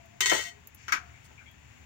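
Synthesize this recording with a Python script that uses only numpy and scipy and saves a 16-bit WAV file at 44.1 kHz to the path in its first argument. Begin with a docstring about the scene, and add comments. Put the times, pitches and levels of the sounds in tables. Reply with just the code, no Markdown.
"""Utensil dropped on a steel tray.

A metal utensil clinks, lands with a thud and chatters to rest; each blow feeds its ringing modes.
Two damped knocks on the tray follow, a duller clack made of decaying noise bands. A foil dish ticks,
slides and rustles. Faint squeaks and hums sound over the low rumble of a quiet room."""
import sys
import numpy as np
from scipy import signal
from scipy.fft import rfft, irfft
from scipy.io import wavfile

SR = 44100
rng = np.random.default_rng(int(sys.argv[2]) if len(sys.argv) > 2 else 0)


def wrap_up_sound(samples):
    """Save the sound to the file named by the first command line argument, as 16-bit audio."""
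    columns = np.atleast_2d(samples).T
    # keep every value between -1 and 1, then stretch to whole-number steps
    tamed = np.clip(columns, -1, 1)
    steps = np.round(tamed * 32767).astype(np.int16)
    wavfile.write(sys.argv[1], SR, steps)


N = 81585
T = np.arange(N) / SR
HZ = np.maximum(np.fft.rfftfreq(N, 1 / SR), 1)

# Utensil strikes. Each row: start in seconds, ring level in dB, clash level in dB.
STRIKES = [(.2062, -5.5, -22), (.2585, -5.5, -23.5), (.297, -5.5, -25.5), (.318, -28, -51)]
# Ringing modes of the metal. Each row: frequency in Hz, relative level in dB.
METAL_MODES = [(1519, -13), (1908, 1), (1998, -12), (2094, -4), (2196, -3), (2665, -15), (3068, -4),
               (3164, -13), (3597, -7), (4274, -8), (4393, -12), (4597, -13), (5098, -15), (5216, -15),
               (5556, -14), (5884, -17), (6035, -17), (6294, -4), (6950, -14), (7525, -12), (7962, -10),
               (8263, -20), (9030, -22), (10130, -25), (10865, -23), (15380, -15)]
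# Weight landing on the tray. Each row: start in seconds, level in dB.
THUDS = [(0.316, -17.5), (0.347, -32.5), (0.38, -32.5), (1.305, -54)]
# Tray knocks. Each row: start in seconds, level in dB, tilt in dB per octave, crack level in dB.
KNOCKS = [(0.8811, -30, -1, -48), (0.9223, -19, 0.5, -26)]
# Foil ticks. Each row: start in seconds, level in dB.
TICKS = [(.058, -58), (.6725, -39), (.7473, -43), (.758, -57), (1.241, -64), (1.513, -55)]
# Faint tones. Each row: start in seconds, length in seconds, pitch in Hz, glide in Hz/s, level in dB.
SQUEAKS = [(1.135, 0.067, 2260, -5, -55.5), (1.377, 0.058, 2386, -2500, -53), (1.4, 0.055, 1547, 5, -59.5),
           (1.458, 0.044, 2166, 5000, -54), (1.461, 0.098, 3290, 5, -61.5)]
HUMS = [(-.06, 0.38, 690, 0, -60.5), (.42, 0.21, 690, 0, -61), (.5, 0.23, 415, 6, -68.5),
        (.99, 0.21, 729, -250, -59.5)]
# Room noise envelope. Each row: time in seconds, level in dB.
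ROOM_LEVEL = [(0, -54), (.3, -54), (.62, -54), (.8, -55.5), (1.08, -52.5), (1.3, -52.5), (1.55, -54.5),
              (1.72, -52.5), (1.85, -52.5)]

# Noise spectra of the sources. Each row: frequency in Hz, relative density in dB.
CLASH_SPECTRUM = [(150, -35), (380, 5.5), (700, -14), (1000, 5), (1600, -0.5), (2400, 4.5), (3200, 0.5),
                  (4200, 4.5), (4900, -1), (6100, 9), (8000, -1), (9800, -9.5), (13700, -18.5), (14500, -2),
                  (15400, -0.5), (16500, -28)]
THUD_SPECTRUM = [(60, -26), (150, -15.5), (250, -10.5), (340, 4.5), (410, 2), (490, 3), (660, 3.5),
                 (760, -10), (860, 3.5), (1100, -10.5), (1400, -2.5), (2400, -11), (4000, -29.5)]
KNOCK_SPECTRUM = [(100, -41.5), (330, -14.5), (550, -23), (950, -13.5), (1200, 0), (1400, 3.5), (1530, 3),
                  (1670, 2), (1820, -9), (1940, 0.5), (2050, -11.5), (2190, 3), (2600, -9.5), (3400, -16.5),
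                  (4600, -13.5), (5800, -8.5), (6500, -10.5), (7200, -14.5), (8300, -28.5), (11500, -27.5),
                  (13600, -43), (15100, -18), (16500, -47)]
TICK_SPECTRUM = [(1500, -16), (3500, -27), (5000, -16), (7200, -4), (9000, -30), (11800, 4.5), (13500, -16),
                 (15300, 1), (16500, -7.5)]
RUSTLE_SPECTRUM = [(500, -18), (4000, -2), (7000, 1), (10000, -0.5), (13500, -11), (15300, 2), (16500, -17)]
SLIDE_SPECTRUM = [(800, -12), (2400, 8), (3500, -8), (7000, 3), (9000, -24), (15000, -22)]
ROOM_SPECTRUM = [(25, -22), (45, -18), (62, -9.5), (76, 3.5), (92, -7.5), (118, -1.5), (150, -12.5),
                 (240, -12.5), (330, -17), (520, -23), (850, -21), (1200, -23.5), (2200, -21),
                 (2700, -22.5), (4300, -32.5), (5800, -32), (7000, -24.5), (8500, -45.5), (13000, -46),
                 (15300, -39), (16500, -25)]
# Stereo balance. Each row: frequency in Hz, left minus right in dB.
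HIT_BALANCE = [(100, 13.5), (700, 2), (1300, 10.5), (2300, 12), (3300, 15.5), (4400, -8), (6500, 7.5),
               (9000, 0), (15000, 0.5)]
ROOM_BALANCE = [(60, 3), (200, 3.8), (700, 3.4), (1300, 8.4), (2300, 14.2), (4400, 1.5), (8000, 9.1),
                (15000, 2.2)]
# Likeness of left and right. Each row: frequency in Hz, coherence from 0 to 1.
COHERENCE = [(80, 1), (400, 0.72), (1500, 0.33), (8000, 0.75)]

CHATTER_START_S, CHATTER_GAP_S, CHATTER_FADE_DB_PER_S = 0.33, 0.015, 110
CHATTER_RING_DB, CHATTER_CLASH_DB = -21, -29.5
REST_S, CHOKE_DB_PER_S = 0.489, 155
RING_DB, RING_T60_S = -27.5, 0.51   # at 2 kHz
RING_TILT_DB_PER_OCT, RING_T60_SLOPE = 0.72, 0.14
LEFT_LAG_S = 0.0011057


def utensil():
    """Strikes and chatter excite the metal; the sound is choked once it lies still."""
    blows = STRIKES + chatter()
    tones = 0
    for hz, mode_db in METAL_MODES:
        octaves = np.log2(hz / 2000)
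        level_db = RING_DB + mode_db + RING_TILT_DB_PER_OCT * octaves
        t60_s = RING_T60_S * 2 ** (-RING_T60_SLOPE * octaves)
        tones = tones + ring([(s, db + level_db) for s, db, _ in blows], hz, t60_s)
    clashes = [(s, db) for s, _, db in blows]
    shimmer = dense_modes(noise(CLASH_SPECTRUM, comb=mode_comb()), clashes, t60_s=0.16, slope=0.055)
    snap = from_db(-7) * noise(CLASH_SPECTRUM) * decay(clashes, t60_s=0.085)
    choke = from_db(-CHOKE_DB_PER_S * np.maximum(T - REST_S, 0))
    return (tones + shimmer + snap + crack(clashes)) * choke


def chatter():
    """Quick, ever weaker bounces until rest; rows as in STRIKES."""
    starts_s = CHATTER_START_S + CHATTER_GAP_S * (np.arange(24) + rng.uniform(0.13, 0.33, size=24))
    fades_db = CHATTER_FADE_DB_PER_S * (starts_s - CHATTER_START_S)
    return [(s, CHATTER_RING_DB - db, CHATTER_CLASH_DB - db)
            for s, db in zip(starts_s, fades_db) if s < REST_S]


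def ring(hits, hz, t60_s, max_split_hz=18.9, twin_db=0.5):
    """One mode beating with a near-equal twin; separate phases in each ear."""
    phase, twin_phase = rng.uniform(0, 2 * np.pi, (2, 2, 1))
    twin_hz = hz + max_split_hz * rng.uniform(0.505, 1) * rng.choice([-1, 1])
    mode = np.sin(2 * np.pi * hz * T + phase)
    twin = from_db(twin_db) * np.sin(2 * np.pi * twin_hz * T + twin_phase)
    lean = from_db(np.interp(hz, HZ, at_hz(HIT_BALANCE)) / 2)
    return (mode + twin) * decay(hits, t60_s) * [[lean], [1 / lean]]


def mode_comb(count=170, gap_hz=95, width_hz=4, spread_db=5):
    """Frequency response of narrow modes, uneven in spacing and strength."""
    centres_hz = gap_hz * (np.arange(count) + rng.random(count))
    peaks = from_db(spread_db * np.clip(rng.standard_normal(count), -2, 1))
    power = sum(peak ** 2 / (1 + ((HZ - hz) / (width_hz / 2)) ** 2)
                for hz, peak in zip(centres_hz, peaks))
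    return np.sqrt(power)


def dense_modes(source, hits, t60_s, slope, attack_cycles=0.68):
    """Struck modes as noise bands; higher octaves rise and die faster. t60_s holds at 2 kHz."""
    spectrum, out = rfft(source), 0
    centres_hz = 2000 * 2. ** np.arange(-5, 4)
    for hz, weights in zip(centres_hz, np.eye(len(centres_hz))):
        band = irfft(spectrum * np.interp(np.log(HZ), np.log(centres_hz), weights), N)
        envelope = decay(hits, t60_s * (2000 / hz) ** slope)
        attack_pole = np.exp(-hz / (attack_cycles * SR))
        out = out + band * signal.lfilter([1 - attack_pole], [1, -attack_pole], envelope)
    return out


def crack(hits, left_db=-12, right_db=1):
    """Bright first instant of a hard contact, shifted to the right."""
    highpass = signal.butter(2, 3500, "high", fs=SR, output="sos")
    treble = signal.sosfilt(highpass, noise(CLASH_SPECTRUM))
    early_hits = [(s - LEFT_LAG_S / 2, db) for s, db in hits]
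    return treble * from_db([[left_db], [right_db]]) * decay(early_hits, t60_s=0.054)


def tray(tail_db=-23):
    """Thuds of landing weight, then two damped knocks with a room tail."""
    body = dense_modes(noise(THUD_SPECTRUM), THUDS, t60_s=0.13, slope=0.074)
    for s, db, tilt, _ in KNOCKS:
        clack = noise(KNOCK_SPECTRUM, tilt_db_per_oct=tilt)
        body = body + dense_modes(clack, [(s, db)], t60_s=0.18, slope=0.16)
    tail_envelope = decay([(s, db + tail_db) for s, db, _, _ in KNOCKS], t60_s=0.52)
    tail = noise(KNOCK_SPECTRUM, tilt_db_per_oct=-5) * tail_envelope
    return body + tail + crack([(s, db) for s, _, _, db in KNOCKS])


def foil():
    """Tiny bright snaps with a short reflection; one soft rustle."""
    snaps = noise(TICK_SPECTRUM) * decay(TICKS, t60_s=0.024)
    reflection = from_db(-15) * noise(TICK_SPECTRUM) * decay(TICKS, t60_s=0.086)
    rustle = from_db(-59) * noise(RUSTLE_SPECTRUM) * swell(start_s=1.243, length_s=0.035)
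    return snaps + reflection + rustle


def dish_slide():
    """The dish slides a little, starting just before the knocks."""
    return from_db(-56) * noise(SLIDE_SPECTRUM) * swell(start_s=0.766, length_s=0.24)


def faint_tones(rows, half_width_hz, left_db=4, right_db=-6):
    """Squeaks or hums: narrow noise bands, steady or gliding, that swell and fade on the left."""
    lowpass = signal.butter(2, half_width_hz, fs=SR, output="sos")
    out = 0
    for start_s, length_s, hz, glide_hz_per_s, db in rows:
        real, imag = signal.sosfilt(lowpass, rng.standard_normal((2, 2, N + SR)))[..., SR:]
        pitch_hz = hz + glide_hz_per_s * np.clip(T - start_s, 0, length_s)
        phase = 2 * np.pi * np.cumsum(pitch_hz) / SR
        tone = (real * np.cos(phase) + imag * np.sin(phase)) / real.std()
        out = out + from_db(db) * tone * swell(start_s, length_s)
    return out * from_db([[left_db], [right_db]])


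def room_noise():
    """Low rumble and faint hiss, drifting in level."""
    level_db = np.interp(T, *np.transpose(ROOM_LEVEL))
    return from_db(level_db) * noise(ROOM_SPECTRUM, ROOM_BALANCE)


def noise(spectrum, balance=HIT_BALANCE, tilt_db_per_oct=0, comb=1):
    """Coloured stereo noise, rms 1, partly coherent, later on the left."""
    shared, own = rfft(rng.standard_normal((2, N)))
    coherence = at_hz(COHERENCE)
    lean = from_db(at_hz(balance) / 2)
    lag = np.exp(-2j * np.pi * HZ * LEFT_LAG_S)
    left = (coherence * shared + np.sqrt(1 - coherence ** 2) * own) * lag
    colour = comb * from_db(at_hz(spectrum) + tilt_db_per_oct * np.log2(HZ))
    stereo = irfft(np.array([left * lean, shared / lean]) * colour, N)
    return stereo / np.sqrt(np.mean(stereo ** 2))


def decay(hits, t60_s):
    """Envelope of hits (start in seconds, level in dB) whose energies add and die away."""
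    energy = np.zeros(N)
    for s, db in hits:
        energy[int(max(s, 0) * SR)] += from_db(db) ** 2
    kept_per_sample = from_db(-60 / (t60_s * SR)) ** 2
    return np.sqrt(signal.lfilter([1], [1, -kept_per_sample], energy + 1e-20))


def swell(start_s, length_s):
    """Quick rise, slower fade."""
    return np.sin(np.pi * np.sqrt(np.clip((T - start_s) / length_s, 0, 1)))


def at_hz(points):
    """Table interpolated over log frequency."""
    hz, value = np.transpose(points)
    return np.interp(np.log(HZ), np.log(hz), value)


def from_db(db):
    """Decibels to gain."""
    return 10 ** (np.asarray(db) / 20)


def scene():
    """All sources over the room noise."""
    room = room_noise()
    slide = dish_slide()
    contacts = utensil() + tray() + foil()
    squeaks = faint_tones(SQUEAKS, half_width_hz=110)
    hums = faint_tones(HUMS, half_width_hz=16)
    return contacts + slide + squeaks + hums + room


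def record(dry):
    """Steep low-pass at 16 kHz."""
    return signal.sosfilt(signal.ellip(10, 0.2, 70, 16000, fs=SR, output="sos"), dry)


dry = scene()
out = record(dry)
wrap_up_sound(out)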